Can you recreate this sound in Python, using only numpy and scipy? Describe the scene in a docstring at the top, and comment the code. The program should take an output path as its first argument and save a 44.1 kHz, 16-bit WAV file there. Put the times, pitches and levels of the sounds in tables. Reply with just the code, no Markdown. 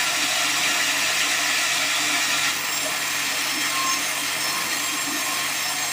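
"""A big band saw runs free in an open sawmill: its steel blade rings and throbs with each turn of the wheels.
Then a log is pushed in: the wood damps the ringing, the saw slows a little, and the teeth whine over sawdust hiss.
The ringing and hiss are shaped noise, and the whine is a stack of wavering tones at multiples of the tooth rate.
Throughout, the drive hums on steady tones while the housing, guards and frame rumble as noise-fed resonances."""
import sys
import numpy as np
from scipy import signal
from scipy.fft import rfft, irfft, next_fast_len
from scipy.io import wavfile
from scipy.ndimage import uniform_filter1d, map_coordinates

SR = 44100
rng = np.random.default_rng(int(sys.argv[2]) if len(sys.argv) > 2 else 0)


def materialize(psi):
    """Save the field psi as 16-bit PCM at rate SR to the path in sys.argv[1].

    A 1-D psi becomes a single channel; in a 2-D psi each row is a channel.
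    """
    bounded = np.clip(np.atleast_2d(psi).T, -1, 1)
    quanta = np.round(bounded * 32767).astype(np.int16)
    wavfile.write(sys.argv[1], SR, quanta)


N = 261072

# In tables of resonances and noise colours, the levels are relative within the table.
# how fast teeth pass through the cut: time_s, teeth_per_s
TOOTH_SPEED = [(0, 1087), (2.5, 1087), (2.75, 1077), (3, 1071), (3.5, 1067), (3.9, 1064.5), (4.4, 1065),
               (5, 1067.5), (5.92, 1069)]
# resonances of the steel band: pitch_hz, width_hz, free_level_db, held_by_wood_level_db
BAND_MODES = [(1296, 125, -3, -6.5), (1365, 24, 2, -4), (1463, 46, -7, -22), (1721, 33, 2.5, -4.5),
              (1802, 92, -1, -1.5), (1885, 82, 1, -2.5), (1970, 28, 4, -4.5), (2084, 93, -1.5, 0),
              (2200, 48, -10, -16), (2297, 70, 0.5, -6), (2385, 44, -0.5, 1), (2420, 61, 0, -7),
              (2558, 81, 0.5, -7), (2646, 73, -1, -2), (2802, 79, 1, -3.5), (2917, 27, 1.5, -3),
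              (3185, 81, -2.5, -4), (3300, 76, -1, -4), (3517, 70, -1, -8), (3790, 87, -1, -5.5),
              (3976, 82, -1, -6.5), (4780, 180, -5.5, -10.5), (5760, 480, -4.5, -13.5),
              (6620, 114, -3, -24), (6950, 110, -8.5, -26), (7450, 160, -8, -5), (7640, 89, -4, -19)]
# colour of the hiss of teeth in air: pitch_hz, level_db (per Hz)
AIR_COLOUR = [(900, -27), (1350, -3), (1600, 2.5), (2500, 5.5), (3020, 2.5), (3700, 6.5), (4300, 5),
              (5600, 5), (6200, 2), (7400, 4.5), (8100, 2), (9000, -2.5), (10800, -4.5), (12000, -10.5),
              (13900, -9), (15300, -3.5)]
# level of the band's ringing in the cut: time_s, level_db
CUT_RING = [(2.52, -30.5), (2.62, -30.5), (2.8, -30.5), (3.1, -29), (3.35, -29.5), (3.66, -29),
            (3.98, -29.5), (4.3, -30.5), (4.75, -30), (5.02, -32), (5.2, -30), (5.92, -31)]
# colour of the sawdust hiss: pitch_hz, level_db (per Hz)
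DUST_COLOUR = [(900, -27), (1400, 2), (2500, 8.5), (3050, 2.5), (3800, 4.5), (5700, 4), (7600, 3),
               (8800, -1.5), (11000, -4), (13300, -9), (14300, -4.5), (15300, 0.5)]
# tooth harmonics 1 to 14 between swells, before they brighten: level_db
HARMONIC_LEVELS = [-56, -46, -45.5, -47.5, -45.5, -45.5, -47.5, -46.5, -52.5, -53, -54, -55, -61, -49]
# a harmonic sings out as the moving log tunes the blade to it: middle_s, length_s, harmonic, peak_db
SWELLS = [(2.6, .08, 14, -40), (2.7, .16, 13, -48.5), (2.73, .1, 14, -38), (2.752, .12, 5, -34.5),
          (2.772, .1, 7, -31), (2.82, .13, 12, -53), (2.84, 0.11, 9, -41), (2.84, .13, 10, -43.5),
          (2.93, .12, 7, -38), (3.16, 0.063, 6, -37), (3.17, .08, 7, -41), (3.2, .16, 14, -44.5),
          (3.358, 0.2, 5, -40), (3.39, 0.073, 7, -39), (3.42, 0.3, 4, -42), (3.54, 0.11, 5, -33),
          (3.625, 0.11, 5, -35.5), (3.627, 0.035, 3, -32.5), (3.64, .1, 2, -36.5), (3.64, .08, 9, -48),
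          (3.67, .06, 7, -39), (3.68, 0.18, 6, -40.5), (3.71, 0.073, 8, -41), (3.79, 0.088, 1, -29),
          (3.81, .07, 4, -37), (3.873, 0.095, 1, -27), (3.905, 0.058, 7, -35.5), (3.922, 0.047, 5, -29.5),
          (3.923, .073, 6, -28), (4.053, 0.088, 6, -35), (4.1, .1, 9, -40), (4.09, .08, 10, -46),
          (4.182, .06, 8, -38), (4.33, .035, 3, -36), (4.41, .1, 8, -40), (4.48, 0.14, 5, -32.5),
          (4.5, 0.18, 9, -42), (4.517, 0.1, 4, -35.7), (4.578, .11, 1, -34.5), (4.58, .16, 11, -42),
          (4.735, .07, 4, -35), (4.78, .18, 10, -43), (4.82, .07, 14, -41), (4.85, .13, 13, -47),
          (4.867, .09, 7, -34), (4.9, 0.055, 3, -36.5), (4.91, 0.23, 6, -42), (5, 0.089, 9, -40.5),
          (4.95, 0.28, 1, -41), (5.037, .11, 7, -33), (5.1, .2, 5, -42.5), (5.11, .1, 4, -45.5),
          (5.2, 0.2, 6, -37.5), (5.2, .22, 12, -46.5), (5.25, .14, 10, -46), (5.28, .16, 11, -44.5),
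          (5.32, .1, 7, -42), (5.33, 0.27, 8, -41), (5.35, .18, 9, -46), (5.313, .085, 1, -34.5),
          (5.43, .07, 1, -35), (5.4, 0.085, 4, -41), (5.56, .12, 6, -38.5), (5.62, .3, 12, -47),
          (5.673, 0.11, 5, -35.5), (5.72, 0.065, 9, -39), (5.72, .1, 8, -43), (5.74, 0.28, 7, -38),
          (5.815, 0.082, 6, -33), (5.84, 0.073, 4, -40), (5.91, .08, 7, -42), (5.9, .1, 8, -43)]
# brief harder scrapes on the band: middle_s, length_s, centre_hz, peak_db
SCRAPES = [(.094, .06, 2300, -30), (.254, .035, 3200, -29.5), (.645, .05, 2700, -28),
           (.69, .05, 1840, -29.5), (.808, .035, 1850, -28.5), (1.02, .09, 2550, -30.5),
           (1.23, .06, 2850, -31), (1.34, .05, 1900, -30), (1.493, .05, 1790, -29), (1.57, .06, 2600, -29),
           (1.79, .04, 3800, -29.5), (1.91, .04, 2000, -30), (2.46, .05, 3400, -31),
           (2.466, .05, 1940, -29), (3.47, .1, 2400, -33), (3.655, .05, 1830, -33), (4.755, .04, 1940, -33),
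           (4.9, .03, 2550, -33), (5.197, .1, 1970, -34)]
# a wheel guard rings out: middle_s, length_s, pitch_hz, peak_db
GUARD_RINGS = [(0.118, 0.041, 701, -33), (0.423, 0.1, 642, -42), (1.065, .08, 645, -40),
               (2.88, 0.13, 629, -38.5), (5.31, 0.043, 750, -39), (5.528, 0.092, 820, -43.5),
               (5.66, .1, 905, -42), (5.73, 0.18, 734, -37.5)]
# steady tones of the drive: pitch_hz, level_db
DRIVE_HUM = [(99.5, -59), (144.5, -53.5)]
# resonances of the saw housing: pitch_hz, width_hz, level_db
HOUSING_MODES = [(278.6, 28, 2), (296.2, 21, 6), (340, 33, -5.5)]
# the housing booms: middle_s, length_s, rise_db
BOOMS = [(0.245, 0.052, 7.5), (3.625, 0.087, 6.5), (5.136, 0.069, 9.5), (5.597, 0.09, 2.5)]
# resonances of the wheel guards: pitch_hz, width_hz, level_db
GUARD_MODES = [(626.3, 13.4, 2), (643, 18, -3.5), (697, 28, 3.5), (746, 38, -0.5)]
# resonances of the frame: pitch_hz, width_hz, level_db
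FRAME_MODES = [(492, 96, -9.5), (822, 29, -1), (889, 60, -2.5), (989, 11.4, 6), (1045.5, 28, 3),
               (1113, 30, 1), (1202, 48, 1.5)]
# colour of the low rumble: pitch_hz, level_db (per Hz)
RUMBLE_COLOUR = [(25, -39), (55, -21), (85, -15), (125, -8), (190, -2.5), (350, -3.5), (430, -5), (580, -5),
                 (900, -6.5), (1300, 0), (2500, -19.5)]

# the wood closes on the blade: start, time it takes, time until it grips hardest (s)
CONTACT_S, ENTRY_S, GRIP_S = 2.487, 0.045, 0.11
# usual levels: ringing and air hiss running free, sawdust hiss in the cut (dB)
FREE_RING_DB, AIR_DB, DUST_DB = -25, -26, -28
# dB of sawdust hiss for each dB of ringing in the cut
DUST_FOLLOWS = 0.86
# every harmonic wanders: depth (dB), changes per second; time the whine takes to build (s)
WANDER_DB, WANDER_RATE, BUILD_S = 1.5, 18, 0.36
# the whine flutters as the teeth catch: depth (dB), changes per second
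FLUTTER_DB, FLUTTER_RATE = 1.2, 45
# steady rise of the 10th harmonic as the blade sinks in; others in proportion to their number (dB per second)
BRIGHTEN_DB_PER_S = 0.6
# roughness of a harmonic (0-1): between swells, at its purest, and the rise for each harmonic number
REST_ROUGH, SWELL_ROUGH, ROUGH_PER_ORDER = 0.5, 0.1, 0.03
# how far a scrape reaches to either side of its centre (Hz)
SCRAPE_REACH_HZ = 570
# usual shaking of the machine, and the guards' change once the wood calms them (dB)
HOUSING_DB, GUARDS_DB, FRAME_DB, GUARDS_HELD_DB = -44, -39, -37.5, -3
# how often a second the energy shifts between groups of resonances
SWAY_RATE = 26
# spray and air come in uneven gusts: depth (dB), width (Hz), duration (s)
PATCH_DB, PATCH_HZ, PATCH_S = 1.6, 450, 0.035
# no sound is kept from here up (Hz)
TOP_HZ = 15520


def free_blade(teeth):
    """The running band scrapes its guides and its resonances flutter; the teeth hiss through the air."""
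    modes = [(hz, width, free_db) for hz, width, free_db, _ in BAND_MODES]
    ringing = ring(rng.standard_normal(N), modes, sway_db=2.0, count=9)
    steel = amp(FREE_RING_DB + 0.26 * wobble(28.35)) * ringing
    air = amp(AIR_DB + 0.53 * wobble(60)) * patchy(rush(AIR_COLOUR))
    return (steel + air) * throb(teeth, wheel_db=0.25)


def cutting(teeth):
    """Each tooth tears off a chip: the damped band rings and sawdust sprays out of the cut."""
    ring_db, = curves(CUT_RING)
    ring_db = ring_db + 0.4 * wobble(28)
    modes = [(hz, width, held_db) for hz, width, _, held_db in BAND_MODES]
    # one pulse of force for each tooth
    tearing = 1 + 0.38 * np.cos(2 * np.pi * teeth)
    ringing = ring(tearing * rng.standard_normal(N), modes, sway_db=1.5, count=7)
    steel = amp(ring_db) * ringing
    # unevenly set teeth make the spray flutter
    flutter = 1 + 0.07 * np.cos(2 * np.pi * teeth / 10.1)
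    spray = unit(flutter * tearing * patchy(rush(DUST_COLOUR)))
    spray_db = DUST_DB + DUST_FOLLOWS * (ring_db - ring_db.mean()) - 0.49 * grip()
    dust = amp(spray_db + 1.1 * wobble(120)) * spray
    return (steel + dust) * throb(teeth, wheel_db=0.15)


def whine(teeth):
    """Teeth strike the wood about a thousand times a second; each harmonic wanders and turns purer as it swells."""
    sound = np.zeros(N)
    brighten_db = BRIGHTEN_DB_PER_S * (np.arange(N) / SR - CONTACT_S)
    for order, level_db in enumerate(HARMONIC_LEVELS, 1):
        rest_db = level_db + brighten_db * order / 10 + WANDER_DB * wobble(WANDER_RATE)
        rest = amp(rest_db) * ramp(CONTACT_S, BUILD_S)
        sung_power = sum((amp(peak_db) * swell(middle, length)) ** 2
                         for middle, length, harmonic, peak_db in SWELLS if round(harmonic) == order)
        power = rest ** 2 + sung_power
        # share of the power that comes from swells
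        purity = sung_power / (power + 1e-20)
        rough = (1 - purity) * REST_ROUGH + purity * (SWELL_ROUGH + ROUGH_PER_ORDER * order)
        flutter = amp(FLUTTER_DB * wobble(FLUTTER_RATE))
        sound += np.sqrt(power) * flutter * tooth_tone(teeth, order, rough)
    return sound


def tooth_tone(teeth, order, rough):
    """One harmonic of the tooth rate, blurred by the grain; uneven tooth spacing adds sidebands."""
    blur = 1 + rough * (wobble(70) + 1j * wobble(70))
    blur = blur / np.sqrt(1 + 2 * rough ** 2)  # keeps the average power even
    spacing = 0.038 * order * wobble(65)
    cycles = order * teeth + rng.random()
    return unit(np.real(blur * np.exp(1j * spacing + 2j * np.pi * cycles)))


def throb(teeth, wheel_db):
    """Loudness that swings with each turn of the wheels."""
    wheel_turns = teeth / 90  # 90 teeth pass in one turn
    return amp(wheel_db * np.cos(2 * np.pi * wheel_turns))


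def scrapes():
    """Brief harder rubs on the band, each lighting up the resonances near one pitch."""
    modes = [(hz, width, free_db) for hz, width, free_db, _ in BAND_MODES]
    ringing = ring(rng.standard_normal(N), modes, sway_db=1.5, count=1)
    sound = np.zeros(N)
    for middle, length, centre, peak_db in SCRAPES:
        region = filtered(ringing, lambda f: 1 / (1 + ((f - centre) / SCRAPE_REACH_HZ) ** 4))
        sound += amp(peak_db) * bump(middle, length) * unit(region)
    return sound


def guard_rings():
    """A guard panel sings briefly at one wavering pitch."""
    t = np.arange(N) / SR
    sound = np.zeros(N)
    for middle, length, hz, peak_db in GUARD_RINGS:
        tone = amp(5.6 * wobble(45)) * np.sin(2 * np.pi * hz * t + 0.6 * wobble(45))
        sound += amp(peak_db) * bump(middle, length) * unit(tone)
    return sound


def machine(teeth, bite):
    """The running wheels shake the housing, guards and frame, over the hum of the drive and a low rumble."""
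    housing_db = housing_level(teeth)
    guards_db = GUARDS_DB + GUARDS_HELD_DB * bite + 1.3 * wobble(12) - 4.9 * grip()
    # the frame takes up part of the guards' shaking
    frame_db = FRAME_DB + 0.077 * (guards_db - guards_db.mean())
    housing = amp(housing_db) * ring(rng.standard_normal(N), HOUSING_MODES, sway_db=0.5)
    guards = amp(guards_db) * ring(rng.standard_normal(N), GUARD_MODES, sway_db=0.4)
    frame = amp(frame_db) * ring(rng.standard_normal(N), FRAME_MODES, sway_db=2.0)
    rumble = amp(-40.0 + 2.4 * wobble(8.2)) * rush(RUMBLE_COLOUR)
    return drive_hum() + housing + guards + frame + rumble


def housing_level(teeth):
    """The housing's boom, in dB, swells twice with each lap of the blade loop, plus single booms."""
    lap = np.cos(4 * np.pi * teeth / 298)  # 298 teeth in the loop
    level_db = HOUSING_DB + 0.55 * lap + 2.4 * wobble(14) - 5 * grip()
    return level_db + sum(rise_db * bump(middle, length) for middle, length, rise_db in BOOMS)


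def drive_hum():
    """The drive hums on steady low tones that waver a little in level and phase."""
    t = np.arange(N) / SR
    hum = np.zeros(N)
    for hz, level_db in DRIVE_HUM:
        level = amp(level_db + 1.8 * wobble(9.8))
        hum += level * np.sqrt(2) * np.sin(2 * np.pi * hz * t + 0.18 * wobble(8))
    return hum


def grip():
    """Rises and falls as the wood first grips the band; used to quieten the dust, housing and guards."""
    return bump(CONTACT_S + GRIP_S, GRIP_S)


def ring(drive, modes, sway_db, count=4):
    """Resonances shaken by a force, rms 1; the energy wanders between groups of them."""
    def response(group, f):
        # each peak is a tight cluster of resonances, so its flanks are steep
        power = sum(amp(2 * db) / (1 + ((f - hz) / (0.55 * width)) ** 2) ** 2 for hz, width, db in group)
        return np.sqrt(power)

    sound = np.zeros(N)
    count = min(count, len(modes))
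    for i in range(count):
        group = modes[i::count]
        sway = amp(sway_db * wobble(SWAY_RATE))
        sound += sway * filtered(drive, lambda f: response(group, f))
    return unit(sound)


def rush(colour):
    """Noise of rms 1 with a smooth spectrum."""
    f, db = np.transpose(colour)
    return unit(filtered(rng.standard_normal(N), lambda hz: amp(np.interp(np.log(hz + 1), np.log(f), db))))


def patchy(x):
    """Noise of rms 1 in which regions of the spectrum flutter separately."""
    hz, t, z = signal.stft(x, SR, nperseg=512)
    # random gains, smoothed across pitch and then across time
    field = uniform_filter1d(rng.standard_normal(z.shape), round(PATCH_HZ / hz[1]), axis=0)
    field = uniform_filter1d(field, round(PATCH_S / t[1]), axis=1)
    gusts = signal.istft(z * amp(PATCH_DB * unit(field)), nperseg=512)[1]
    return unit(gusts[:N])


def swell(middle, length):
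    """A resonance builds and dies away: height 1, with long skirts."""
    return 1 / np.cosh(np.clip(2 * (np.arange(N) / SR - middle) / length, -20, 20))


def bump(middle, length):
    """A smooth rise and fall of height 1."""
    return np.exp(-2 * ((np.arange(N) / SR - middle) / length) ** 2)


def ramp(start, length):
    """A straight rise from 0 to 1."""
    return np.clip((np.arange(N) / SR - start) / length, 0, 1)


def wobble(rate):
    """A smooth random curve around 0, through rate random points a second."""
    knots = rng.standard_normal(int(N * rate / SR) + 4)
    coarse = np.arange(0, N + 32, 32)  # worked out at every 32nd sample
    return np.interp(np.arange(N), coarse, map_coordinates(knots, [coarse * rate / SR]))


def curves(rows):
    """One value per sample for each column after the time."""
    s, *cols = np.transpose(rows)
    return [np.interp(np.arange(N) / SR, s, c) for c in cols]


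def filtered(x, response):
    """Sound x with each frequency scaled by response."""
    size = next_fast_len(N + SR // 2)
    return irfft(rfft(x, size) * response(np.fft.rfftfreq(size, 1 / SR)), size)[..., :N]


def amp(db):
    """Decibels to gain."""
    return 10 ** (np.asarray(db) / 20)


def unit(x):
    """Scale to rms 1."""
    return x / np.sqrt(np.mean(x ** 2) + 1e-20)


def scene():
    """The free blade gives way to the cut; both channels carry the same sound."""
    teeth = np.cumsum(curves(TOOTH_SPEED)[0]) / SR  # teeth passed so far
    bite = ramp(CONTACT_S, ENTRY_S)
    free = np.sqrt(1 - bite) * free_blade(teeth)
    cut = np.sqrt(bite) * (cutting(teeth) + whine(teeth))
    mono = free + cut + scrapes() + guard_rings() + machine(teeth, bite)
    return np.tile(mono, (2, 1))


def record(dry):
    """Nothing is kept from the top frequency up."""
    return filtered(dry, lambda hz: hz < TOP_HZ)


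dry = scene()
out = record(dry)
materialize(out)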